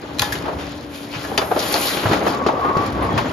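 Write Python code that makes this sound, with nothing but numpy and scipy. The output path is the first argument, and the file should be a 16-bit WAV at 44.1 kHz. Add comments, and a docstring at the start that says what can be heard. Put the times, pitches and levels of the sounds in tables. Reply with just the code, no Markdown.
"""Steel latches clack on a bowling pinsetter, heard from on top of the machine: noise blows and clean rings.
Pins knock about in the pit behind, each a noise blow with three decaying tones.
One pin rubs and squeals up the conveyor: ringing chatter and wavering friction tones.
The deck lifts with a scrape and hiss of tiny contacts, a whistle and a squeak; heavy parts thud.
Beneath, shaped noise and chatter make the drive's rumble and rattle; tones and noise make the motor."""
import sys
import numpy as np
from scipy import signal
from scipy.fft import rfft, irfft, next_fast_len
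from scipy.io import wavfile

SR = 44100
rng = np.random.default_rng(int(sys.argv[2]) if len(sys.argv) > 2 else 0)


def materialize(psi):
    """Save the field psi as 16-bit PCM at rate SR to the path in sys.argv[1].

    A 1-D psi becomes a single channel; in a 2-D psi each row is a channel.
    """
    bounded = np.clip(np.atleast_2d(psi).T, -1, 1)
    quanta = np.round(bounded * 32767).astype(np.int16)
    wavfile.write(sys.argv[1], SR, quanta)


N = 146412
TIME = np.arange(N) / SR


def from_db(db):
    """Decibels to gain."""
    return 10 ** (np.asarray(db) / 20)


def rms_one(x):
    """Scale to unit rms."""
    return x / np.sqrt(np.mean(x ** 2) + 1e-20)


def level(rows):
    """Gain over time from (t/s, level/dB) rows."""
    return from_db(np.interp(TIME, *np.transpose(rows)))


def at_hz(points, hz):
    """Read a table on a log-frequency axis."""
    f, v = np.transpose(points)
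    return np.interp(np.log(hz + 1), np.log(f), v)


def noise():
    """White noise for the common and the differing part."""
    return rng.standard_normal((2, N))


def drift(rate):
    """Slow random wander, mostly below the rate in Hz; rms 1."""
    hz = np.arange(N // 2 + 1) * SR / N
    return rms_one(irfft(rfft(rng.standard_normal(N)) / (1 + (hz / rate) ** 2), N))


def colour(x, db_at):
    """Causal (minimum-phase) filter with the gain db_at(Hz)."""
    n = x.shape[-1]
    half = next_fast_len(n // 2 + SR // 20)
    hz = np.arange(half + 1) * SR / (2 * half)
    cepstrum = irfft(np.log(from_db(db_at(hz))))
    # fold the cepstrum forward in time, which makes the filter minimum-phase
    cepstrum[1:half] *= 2
    cepstrum[half + 1:] = 0
    return irfft(rfft(x, 2 * half) * np.exp(rfft(cepstrum)))[..., :n]


def shaped(x, spectrum):
    """Filter by a spectrum table; rms 1."""
    return rms_one(colour(x, lambda hz: at_hz(spectrum, hz)))


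def above(hz, corner_hz):
    """Shelf shape: 0 below the corner, 1 above."""
    return 1 - 1 / (1 + (hz / corner_hz) ** 4)


PART_Q = 6.3  # sharpness of a part's own resonance


def peak(hz, centre_hz):
    """Shape of a part's own resonance, 1 at its centre."""
    return 1 / (1 + (PART_Q * (hz / centre_hz - 1)) ** 2)


def ring(x, modes):
    """Let x excite two-pole resonators, one per decaying mode."""
    out = 0
    for hz, db, t60 in modes:
        radius = from_db(-60 / (t60 * SR))
        turn = 2 * np.pi * hz / SR
        poles = [1, -2 * radius * np.cos(turn), radius * radius]
        out = out + from_db(db) * signal.lfilter([1, 0, -1], poles, x + 1e-18)
    return out


# ringing of the steel frame: f/Hz, relative drive level/dB, t60/s
FRAME_MODES = [(830, 16, 0.14), (1064, 9.5, 0.076), (1379, 9.5, 0.12), (1710, 5, 0.2), (2476, 2, 0.21),
               (3280, 0.5, 0.1), (3580, 3.5, 0.06), (3650, 3, 0.08), (4170, -5, 0.1), (4160, -3, 0.081),
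               (4680, -11, 0.083), (4770, 2, 0.11)]


def with_frame(x, ring_db):
    """A sound plus the ringing it raises in the steel frame, set relative to the sound's own level."""
    return x + from_db(ring_db) * x.std() * rms_one(ring(x, FRAME_MODES))


def chatter(per_s, spread_db, t60):
    """Random small contacts, each a brief decaying burst of noise; rms 1."""
    contacts = rng.random(N) < per_s / SR
    strength = from_db(spread_db * np.minimum(rng.exponential(1, N), 3))
    energy_decay = from_db(-60 / (t60 * SR)) ** 2
    energy = signal.lfilter([1], [1, -energy_decay], contacts * strength ** 2 + 1e-12)
    return rms_one(np.sqrt(energy) * noise())


DIRECT_DB, DIRECT_S = -11, .0014  # the contact's click: level re the early burst, and delay


def blow(s, db, attack, t60, tail_db, tail_t60, db_at, direct_db=DIRECT_DB):
    """One blow: the direct contact, a dense burst of near reflections, then a tail in the machine room."""
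    t = TIME[:SR // 2]
    early = (1 - np.exp(-t / attack)) * from_db(-60 * t / t60)
    tail = (1 - np.exp(-t / t60)) * from_db(tail_db - 60 * t / tail_t60)
    envelope = np.hypot(early, tail)
    force = envelope * rng.standard_normal((2, len(t)))
    force[0, int(DIRECT_S * SR)] += from_db(direct_db) * np.sqrt(np.sum(early ** 2))
    burst = colour(force, db_at)
    # the common part carries the energy of the envelope at the blow's level
    burst *= from_db(db) * np.sqrt(np.sum(envelope ** 2) / np.sum(burst[0] ** 2))
    return np.pad(burst, ((0, 0), (int(s * SR), N)))[:, :N]


RING_RISE_S = .0005


def struck(s, modes):
    """Clean ring of (f/Hz, level/dB, t60/s) modes from time s on, in the common part only."""
    t = np.maximum(TIME - s, 0)
    swell = 1 - np.exp(-t / RING_RISE_S)
    tones = sum(from_db(db - 60 * t / t60) * np.sin(2 * np.pi * hz * t) for hz, db, t60 in modes)
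    return np.array([[1], [0]]) * swell * tones


SMEAR_S, SMEAR_HZ = 0.001984, 2920  # delay of the lowest bass; frequency where it has halved


def dispersed(x):
    """Bending waves carry the treble ahead of the bass, so a sharp contact is smeared a little."""
    hz = np.arange(N // 2 + 1) * SR / N
    delay = SMEAR_S / (1 + hz / SMEAR_HZ)
    return irfft(rfft(x) * np.exp(-2j * np.pi * np.cumsum(delay) * SR / N), N)


GRAIN_DB, GRAIN_HZ = 2.2, 45  # spread of the random gains, and their spacing in frequency


def grained(x):
    """Random fixed ripple over the spectrum, giving the noise a slightly tonal grain; rms 1."""
    grid = np.arange(1200) * GRAIN_HZ
    gains_db = GRAIN_DB * rng.standard_normal(len(grid))
    return rms_one(colour(x, lambda hz: np.interp(hz, grid, gains_db)))


UNEVEN_DB, UNEVEN_PER_S = 2.2, 16  # rms depth and rate of the swelling


def uneven(x):
    """The contact shifts as it slides, so each third-octave band swells and fades by itself; rms 1."""
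    octave = np.log2(np.clip(np.arange(N // 2 + 1) * SR / N, 1000, 8000) / 1000)
    spectrum = rfft(x)
    out = 0
    for k in range(10):
        band = irfft(spectrum * np.maximum(1 - abs(3 * octave - k), 0), N)
        out = out + from_db(UNEVEN_DB * drift(UNEVEN_PER_S)) * band
    return rms_one(out)


FLUTTER_DB = 4.5  # largest swing of the level either way


def singing(hz, waver):
    """A friction tone that wavers in pitch by the given share and flutters in level; rms 1."""
    phase = 2 * np.pi * np.cumsum(hz * (1 + waver * drift(31))) / SR
    parts = [from_db(FLUTTER_DB * np.tanh(drift(35))) * np.sin(phase + turn) for turn in (0, np.pi / 2)]
    return rms_one(np.array(parts))


# steel latches and linkages: t/s, level/dB, body shelf/dB, top shelf/dB, attack/s, t60/s,
# the part's own resonance f/Hz, its height/dB, frame ringing re the blow/dB
LATCH_BLOWS = [(0.1843,-25,6,-1,0.00059,0.034,4060,3,-11), (0.1933,-10.5,3,1,0.0003,0.03,3950,7,-9),
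               (0.2184,-12.5,10,4,0.00015,0.03,3350,6,-5), (0.321,-21,-0.5,2.5,0.001,0.12,1740,20.5,-13),
               (0.352,-26.5,13,-7,0.0011,0.052,3030,7,-21), (0.5866,-33.5,16.5,-10,0.0061,0.48,3240,4.5,-9),
               (1.135,-30.5,19,-20,0.0042,0.29,3020,3,-9), (1.238,-29,17,3,.002,0.12,1700,12,-6),
               (1.3755,-11.5,9,-10,0.0008,0.062,950,3,-15), (1.5902,-22.5,-32,-3,0.0011,0.11,5480,5,-8),
               (1.723,-17.5,7,5,0.0026,0.089,11500,2,-28), (1.7398,-8,7,-7,0.00015,0.012,4380,9,-22),
               (1.755,-28,12,-14,.001,0.053,2530,9,-12), (2.129,-24,-5,-11,0.0023,0.035,1650,-1,-3),
               (2.463,-26,8.5,-21,0.0029,0.16,2600,0,-11), (2.77,-30,-3,-18,.001,0.043,4480,2,-17),
               (3.0251,-40.5,12,6,.002,0.17,10500,21,-13), (3.1753,-20.5,19.5,-9,0.0012,0.093,1750,2,-3),
               (3.288,-32,6,-4,0.0035,0.066,2750,12,-14)]
# spectrum of a steel contact: f/Hz, relative level/dB per Hz
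CLACK_SPECTRUM = [(100, -16.5), (400, -33), (1000, -10.5), (1700, -6.5), (2600, -1.5), (3800, -3),
                  (4900, -1), (6500, -4), (11000, -5.5), (14000, -11.5)]
BODY_HZ, TOP_HZ = 1980, 8400  # shelf corners
CLACK_TAIL_DB, CLACK_TAIL_T60_S = -3, 0.19
FULL_TAIL_T60_S = .07  # contacts shorter than this put less energy into the room
CLACK_RING_DB, CLACK_RING_T60_S = 3.5, .018  # clean ring of the struck part, level re its blow


def latches():
    """Hard steel contacts: each part has its own resonance and sets the frame ringing."""
    out = 0
    for s, db, body, top, attack, t60, part_hz, part_db, ring_db in LATCH_BLOWS:
        def tone(hz):
            shelves = body * (1 - above(hz, BODY_HZ)) + top * above(hz, TOP_HZ)
            return at_hz(CLACK_SPECTRUM, hz) + shelves + part_db * peak(hz, part_hz)
        tail_db = CLACK_TAIL_DB + 10 * np.log10(min(t60 / FULL_TAIL_T60_S, 1))
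        out = out + with_frame(blow(s, db, attack, t60, tail_db, CLACK_TAIL_T60_S, tone), ring_db)
        out = out + struck(s, [(part_hz, db + CLACK_RING_DB, CLACK_RING_T60_S)])
    return out


# modes of the deck's release catch: f/Hz, level/dB, t60/s
RELEASE_MODES = [(415,-19.5,.15), (656,-25,0.15), (1170,-28,.07), (1360,-38,.12), (2277,-31,.12),
                 (3020,-23,0.12), (3500,-21,0.11), (4700,-14,0.067)]
RELEASE_S = 1.3765


def release_catch():
    """The deck's release catch lets go and rings as a set of decaying sines."""
    return struck(RELEASE_S, RELEASE_MODES)


# pins knocking on each other and on the machine: t/s, level/dB, bass shelf/dB, edge shelf/dB,
# attack/s, t60/s, strongest resonance f/Hz
PIN_BLOWS = [(0.2214,-16.5,-3,3,0.0017,0.064,1000), (0.4516,-24,-8,-5,0.0022,0.17,823),
             (.478,-20,-4,-11,0.0031,0.14,700), (.526,-27,4,-11,0.0015,0.11,880),
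             (1.245,-28,-2,2,0.0038,0.14,800), (1.313,-20,9,-23,0.0022,0.08,790),
             (1.377,-16.5,0,0,0.002,0.16,865), (1.4141,-17,-5,-4.5,0.0013,0.12,720),
             (1.5122,-9.5,-3.5,-11.5,0.0021,0.08,728), (1.5606,-14,2,-7,0.0013,0.11,595),
             (1.7403,-18,-1,-5,0.001,0.1,850), (1.754,-18,-1,-2,0.0025,0.18,700),
             (1.969,-17.5,9,14,0.0017,.04,368), (2.0545,-11,-4,-3,0.004,0.072,1007),
             (2.1113,-12,7.5,-3,0.0018,0.17,270), (2.131,-14.5,2,2.5,0.0012,0.11,550),
             (2.224,-19.5,9,-14,.001,0.022,690), (2.2643,-12.5,5,-4.5,0.00073,0.1,892),
             (2.415,-19.5,10,-25,0.0022,0.13,1120), (2.4613,-9,7.5,-7,0.0016,0.065,446),
             (2.4848,-11.5,-6,-17,0.00045,0.11,823), (2.532,-16,-20,-26,0.0025,0.049,484),
             (2.592,-18,-15,-3,0.0029,0.029,750), (2.644,-19,0,-8,0.0059,0.27,760),
             (2.766,-10,10.5,-1,0.003,0.038,283), (3.02,-20,-2,-7,0.0022,.1,820),
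             (3.178,-17.5,-14,4,0.0018,0.15,1060)]
# spectrum of a knock: f/Hz, relative level/dB per Hz
KNOCK_SPECTRUM = [(60, -36), (170, -12), (320, -1), (600, -0.5), (850, -3), (1300, -3), (2000, -10.5),
                  (3500, -18.5), (8000, -33)]
# clean ring of a pin: multiple of the strongest resonance, level re the blow/dB, t60/s
PIN_RING = [(1, -1, .045), (.63, -4, .055), (1.37, -5, .035)]
BASS_HZ, EDGE_HZ = 396, 1400  # shelf corners
PIN_RESONANCE_DB = 5.5
KNOCK_TAIL_DB, KNOCK_TAIL_T60_S = -5, 0.46


def pins():
    """Hollow knocks of plastic-coated wood: each pin's resonances ring on after the blow."""
    out = 0
    for s, db, bass, edge, attack, t60, part_hz in PIN_BLOWS:
        def tone(hz):
            shelves = bass * (1 - above(hz, BASS_HZ)) + edge * above(hz, EDGE_HZ)
            return at_hz(KNOCK_SPECTRUM, hz) + shelves + PIN_RESONANCE_DB * peak(hz, part_hz)
        out = out + blow(s, db, attack, t60, KNOCK_TAIL_DB, KNOCK_TAIL_T60_S, tone)
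        modes = [(part_hz * ratio, db + mode_db, mode_t60) for ratio, mode_db, mode_t60 in PIN_RING]
        out = out + struck(s, modes)
    return out


# the pin's squeal: t/s, f/Hz, level/dB
SQUEAL_GLIDE = [(2.25,1120,-100), (2.32,1122,-32), (2.45,1130,-35), (2.59,1122,-31), (2.65,1072,-24.5),
                (2.71,1092,-25.5), (2.74,1115,-30), (2.77,1132,-22), (2.81,1145,-24), (2.86,1138,-32),
                (2.91,1125,-44), (2.98,1128,-34), (3.13,1120,-37), (3.25,1120,-70)]
# the weaker tone above it: t/s, level/dB
UPPER_TONE_LEVEL = [(2.3,-100), (2.4,-41), (2.5,-42), (2.61,-44), (2.67,-28), (2.72,-35), (2.9,-73)]
UPPER_HZ = 1215
SQUEAL_WAVER = .016  # rms share of the pitch


def pin_squeal():
    """Friction of a pin on the conveyor guide: a gliding squeal and a weaker tone above it."""
    s, hz, db = np.transpose(SQUEAL_GLIDE)
    squeal = from_db(np.interp(TIME, s, db)) * singing(np.interp(TIME, s, hz), SQUEAL_WAVER)
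    upper = level(UPPER_TONE_LEVEL) * singing(UPPER_HZ, SQUEAL_WAVER)
    return squeal + upper


# a pin rubbing on the conveyor: t/s, level before trim/dB
PIN_RUB_LEVEL = [(2.2,-60), (2.35,-36), (2.56,-36), (2.66,-21), (2.73,-25.5), (2.78,-24.5), (2.9,-34),
                 (3.03,-26.5), (3.32,-38)]
# its resonances: f/Hz, relative drive level/dB, t60/s
RUB_MODES = [(1082, -2, 0.15), (1180, -8, 0.12), (1173, 11, 0.019)]
# overall tone of the rub: f/Hz, gain/dB
RUB_TONE = [(400,-7), (900,6.5), (1300,-14.5), (2000,-2), (10000,-60)]
RUB_TRIM_DB = -4


def pin_rub():
    """Rough rubbing: small contacts excite resonances as the pin goes up the conveyor."""
    rough = ring(chatter(per_s=67, spread_db=3.0, t60=0.068), RUB_MODES)
    return from_db(RUB_TRIM_DB) * level(PIN_RUB_LEVEL) * shaped(rough, RUB_TONE)


# steel deck sliding: t/s, level before trim/dB
SCRAPE_LEVEL = [(0,-48.5), (.2,-45.5), (.36,-36.5), (.56,-49), (.7,-41.5), (.88,-49), (.96,-40.5),
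                (1.09,-44), (1.15,-36), (1.5,-47), (1.63,-27.5), (1.76,-31.5), (1.88,-24.5), (2.03,-33.5),
                (2.14,-31.5), (2.22,-38), (2.29,-31.5), (2.4,-45), (2.74,-48), (2.88,-37.5), (2.98,-47),
                (3.05,-41.5), (3.09,-45), (3.15,-38), (3.32,-41)]
# spectrum of the grind: f/Hz, relative level/dB per Hz
SCRAPE_SPECTRUM = [(300, -13.5), (1000, 0.5), (1800, 1.5), (2700, 2), (4500, 0), (6000, -7), (7500, -8),
                   (10000, -57), (15000, -59)]
SCRAPE_TRIM_DB, SCRAPE_RING_DB = -0.5, -11.5  # ringing re the scrape
TICKS_PER_S, TICK_DB = 55, -8  # tick level re the grind


def deck_scrape():
    """Steel slides on steel: an uneven grind with small ticks sets the frame ringing."""
    grind = uneven(grained(shaped(chatter(per_s=1400, spread_db=-2.5, t60=0.1), SCRAPE_SPECTRUM)))
    ticks = grained(shaped(chatter(TICKS_PER_S, spread_db=1.5, t60=0.018), CLACK_SPECTRUM))
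    scrape = from_db(SCRAPE_TRIM_DB) * level(SCRAPE_LEVEL) * (grind + from_db(TICK_DB) * ticks)
    return with_frame(scrape, SCRAPE_RING_DB)


# hiss of the sliding deck: t/s, level before trim/dB
DECK_HISS_LEVEL = [(0,-66), (.17,-58), (.33,-41), (.45,-58.5), (.88,-60), (.96,-44.5), (1.08,-51),
                   (1.24,-48), (1.56,-41.5), (1.66,-30.5), (1.76,-33), (1.83,-25.5), (2.14,-44.5),
                   (2.22,-50), (2.29,-40.5), (2.4,-62), (2.55,-64), (2.63,-56), (2.72,-64), (3.32,-55.5)]
# its spectrum: f/Hz, relative level/dB per Hz
HISS_SPECTRUM = [(2000, -24), (6500, -7), (9300, -3.5), (11200, -1.5), (13500, -8), (16000, -5)]
HISS_TRIM_DB = 2.5


def deck_hiss():
    """Very many tiny scraping contacts merge into a hiss."""
    contacts = chatter(per_s=1900, spread_db=3.5, t60=0.073)
    hiss = grained(shaped(contacts, HISS_SPECTRUM))
    return from_db(HISS_TRIM_DB) * level(DECK_HISS_LEVEL) * hiss


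# thin steel whistle as the deck starts to lift: t/s, level/dB
DECK_WHISTLE_LEVEL = [(1.36, -100), (1.42, -50), (1.46, -46), (1.53, -49), (1.62, -100)]
# its resonances: f/Hz, relative drive level/dB, t60/s
WHISTLE_MODES = [(11500, -5, .012), (11500, 1, .012)]


def deck_whistle():
    """Noise excites a high steel resonance for a moment."""
    return level(DECK_WHISTLE_LEVEL) * rms_one(ring(noise(), WHISTLE_MODES))


# thin steel squeak near the end: t/s, level/dB
DECK_SQUEAK_LEVEL = [(3.0,-100), (3.1,-43), (3.16,-45), (3.25,-48), (3.32,-51)]


def deck_squeak():
    """A faint, high friction tone of sliding steel."""
    return level(DECK_SQUEAK_LEVEL) * singing(hz=3300, waver=.012)


# heavy thuds through the frame: t/s, level/dB, t60/s
THUD_BLOWS = [(0.205, -26.5, 0.47), (1.161, -24.5, 0.18), (2.053, -8, 0.095), (2.092, -18.5, 0.13),
              (2.790, -26, .25), (3.139, -14.5, 0.19)]
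# their spectrum: f/Hz, relative level/dB per Hz
THUD_SPECTRUM = [(28, -42), (55, -20), (100, -1.5), (140, -3), (220, -17.5), (600, -24), (3000, -79)]


def thuds():
    """Heavy parts come to rest and shake the frame, giving low, soft-edged blows."""
    def tone(hz):
        return at_hz(THUD_SPECTRUM, hz)
    return sum(blow(s, db, attack=0.0068, t60=t60, tail_db=-16, tail_t60=0.25, db_at=tone, direct_db=0)
               for s, db, t60 in THUD_BLOWS)


# loose linkages: t/s, level before trim/dB
DRIVE_RATTLE_LEVEL = [(0.0, -35.5), (0.25, -37.5), (0.4, -35), (0.52, -31), (0.85, -44.5), (1.16, -42),
                      (1.32, -30.5), (1.44, -32), (1.56, -30.5), (1.98, -29), (2.17, -23), (2.24, -26),
                      (2.31, -23.5), (2.52, -39.5), (2.66, -28), (2.82, -28), (2.93, -29.5), (3.04, -26),
                      (3.32, -29)]
# their spectrum: f/Hz, relative level/dB per Hz
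RATTLE_SPECTRUM = [(80, -30), (190, 0), (300, 3), (450, 1), (750, -1.5), (1100, -7.5), (1500, -10),
                   (2200, -17.5), (4000, -29), (9000, -82)]
RATTLE_TRIM_DB = 1


def drive_rattle():
    """Loose linkages in the drive rattle: random contacts with short decays."""
    contacts = chatter(per_s=260, spread_db=-1.0, t60=0.11)
    return from_db(RATTLE_TRIM_DB) * level(DRIVE_RATTLE_LEVEL) * shaped(contacts, RATTLE_SPECTRUM)


# belts: t/s, level before trim/dB
DRIVE_RUMBLE_LEVEL = [(0.0, -48), (0.17, -38.5), (0.36, -34.5), (0.58, -33.5), (1.01, -45.5), (1.53, -38),
                      (2.01, -43.5), (2.17, -34.5), (2.53, -39), (2.81, -34), (3.0, -27), (3.32, -30.5)]
# their spectrum: f/Hz, relative level/dB per Hz
RUMBLE_SPECTRUM = [(20, -65), (32, -27), (48, -11), (65, 5), (110, 2), (170, 1), (260, -3.5), (600, -11.5),
                   (2000, -64)]
RUMBLE_TRIM_DB = 1.5


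def drive_rumble():
    """Belts in the drive rumble: low noise that swells and fades."""
    return from_db(RUMBLE_TRIM_DB) * level(DRIVE_RUMBLE_LEVEL) * shaped(noise(), RUMBLE_SPECTRUM)


# tones of the motor: f/Hz, centre level/dB
HUM_TONES = [(114, -49.5), (290, -38.5), (581, -49), (721, -71.5)]


def motor_hum():
    """Tones of the motor waver slightly in pitch and level."""
    hum = 0
    for hz, db in HUM_TONES:
        phase = 2 * np.pi * np.cumsum(hz * (1 + 0.0081 * drift(5.8))) / SR
        hum = hum + from_db(db + 1.3 * drift(1.1)) * np.sqrt(2) * np.sin(phase)
    return hum * np.array([[1], [.6]])  # common and differing share


# drone of the motor: f/Hz, relative level/dB per Hz
DRONE_SPECTRUM = [(40, -34), (150, -2), (300, 2), (550, -1.5), (1000, -10), (3000, -18.5), (12000, -40)]
DRONE_DB = -39


def motor_drone():
    """Steady shaped noise under the hum."""
    return from_db(DRONE_DB) * shaped(noise(), DRONE_SPECTRUM)


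# spread over the two sides: f/Hz, left-right likeness (1 = the same)
SIDE_LIKENESS = [(60, .98), (125, .95), (250, .89), (500, .76), (700, .6), (1000, .1), (1400, .05),
                 (2000, .28), (4000, .36), (11000, .84)]
# f/Hz, left minus right/dB
SIDE_BALANCE = [(60, 0.5), (500, 2), (1000, 1.9), (2000, 1.5), (4500, 4.5), (8000, -0.5), (12000, 0)]


def scene():
    """Each source has a common and a differing part, which spread to left and right."""
    contacts = dispersed(latches() + release_catch() + pins())
    conveyor = pin_squeal() + pin_rub()
    deck = deck_scrape() + deck_hiss() + deck_whistle() + deck_squeak()
    drive = drive_rattle() + drive_rumble()
    motor = motor_hum() + motor_drone()
    common, differing = rfft(contacts + conveyor + deck + thuds() + drive + motor, N + SR)
    hz = np.linspace(0, SR / 2, len(common))
    alike = np.clip(at_hz(SIDE_LIKENESS, hz), -.99, .99)
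    lean = at_hz(SIDE_BALANCE, hz) / 2
    side = differing * np.sqrt((1 - alike) / (1 + alike))
    left = (common + side) * from_db(lean)
    right = (common - side) * from_db(-lean)
    return irfft(np.array([left, right]))[:, :N]


# overall response with a deep notch near 8 kHz and a falling top: f/Hz, gain/dB
OVERALL_RESPONSE = [(7000, 0.5), (7600, -5.5), (8200, -44), (8700, -18), (9200, -1), (13600, 2),
                    (14700, -15), (16000, -34)]
RIGHT_LAG_S = .00002
STOP_HZ = 16600  # from here up the top is at least 70 dB down


def record(dry):
    """Overall response with a deep notch near 8 kHz; the right lags slightly; peaks clip, the top is cut."""
    left, right = colour(dry, lambda hz: at_hz(OVERALL_RESPONSE, hz))
    hz = np.arange(N // 2 + 1) * SR / N
    late_right = irfft(rfft(right) * np.exp(-2j * np.pi * hz * RIGHT_LAG_S), N)
    clipped = np.clip(np.array([left, late_right]), -.92, .92)
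    top_cut = signal.cheby2(12, 70, STOP_HZ, fs=SR, output="sos")
    return signal.sosfilt(top_cut, clipped)


dry = scene()
out = record(dry)
materialize(out)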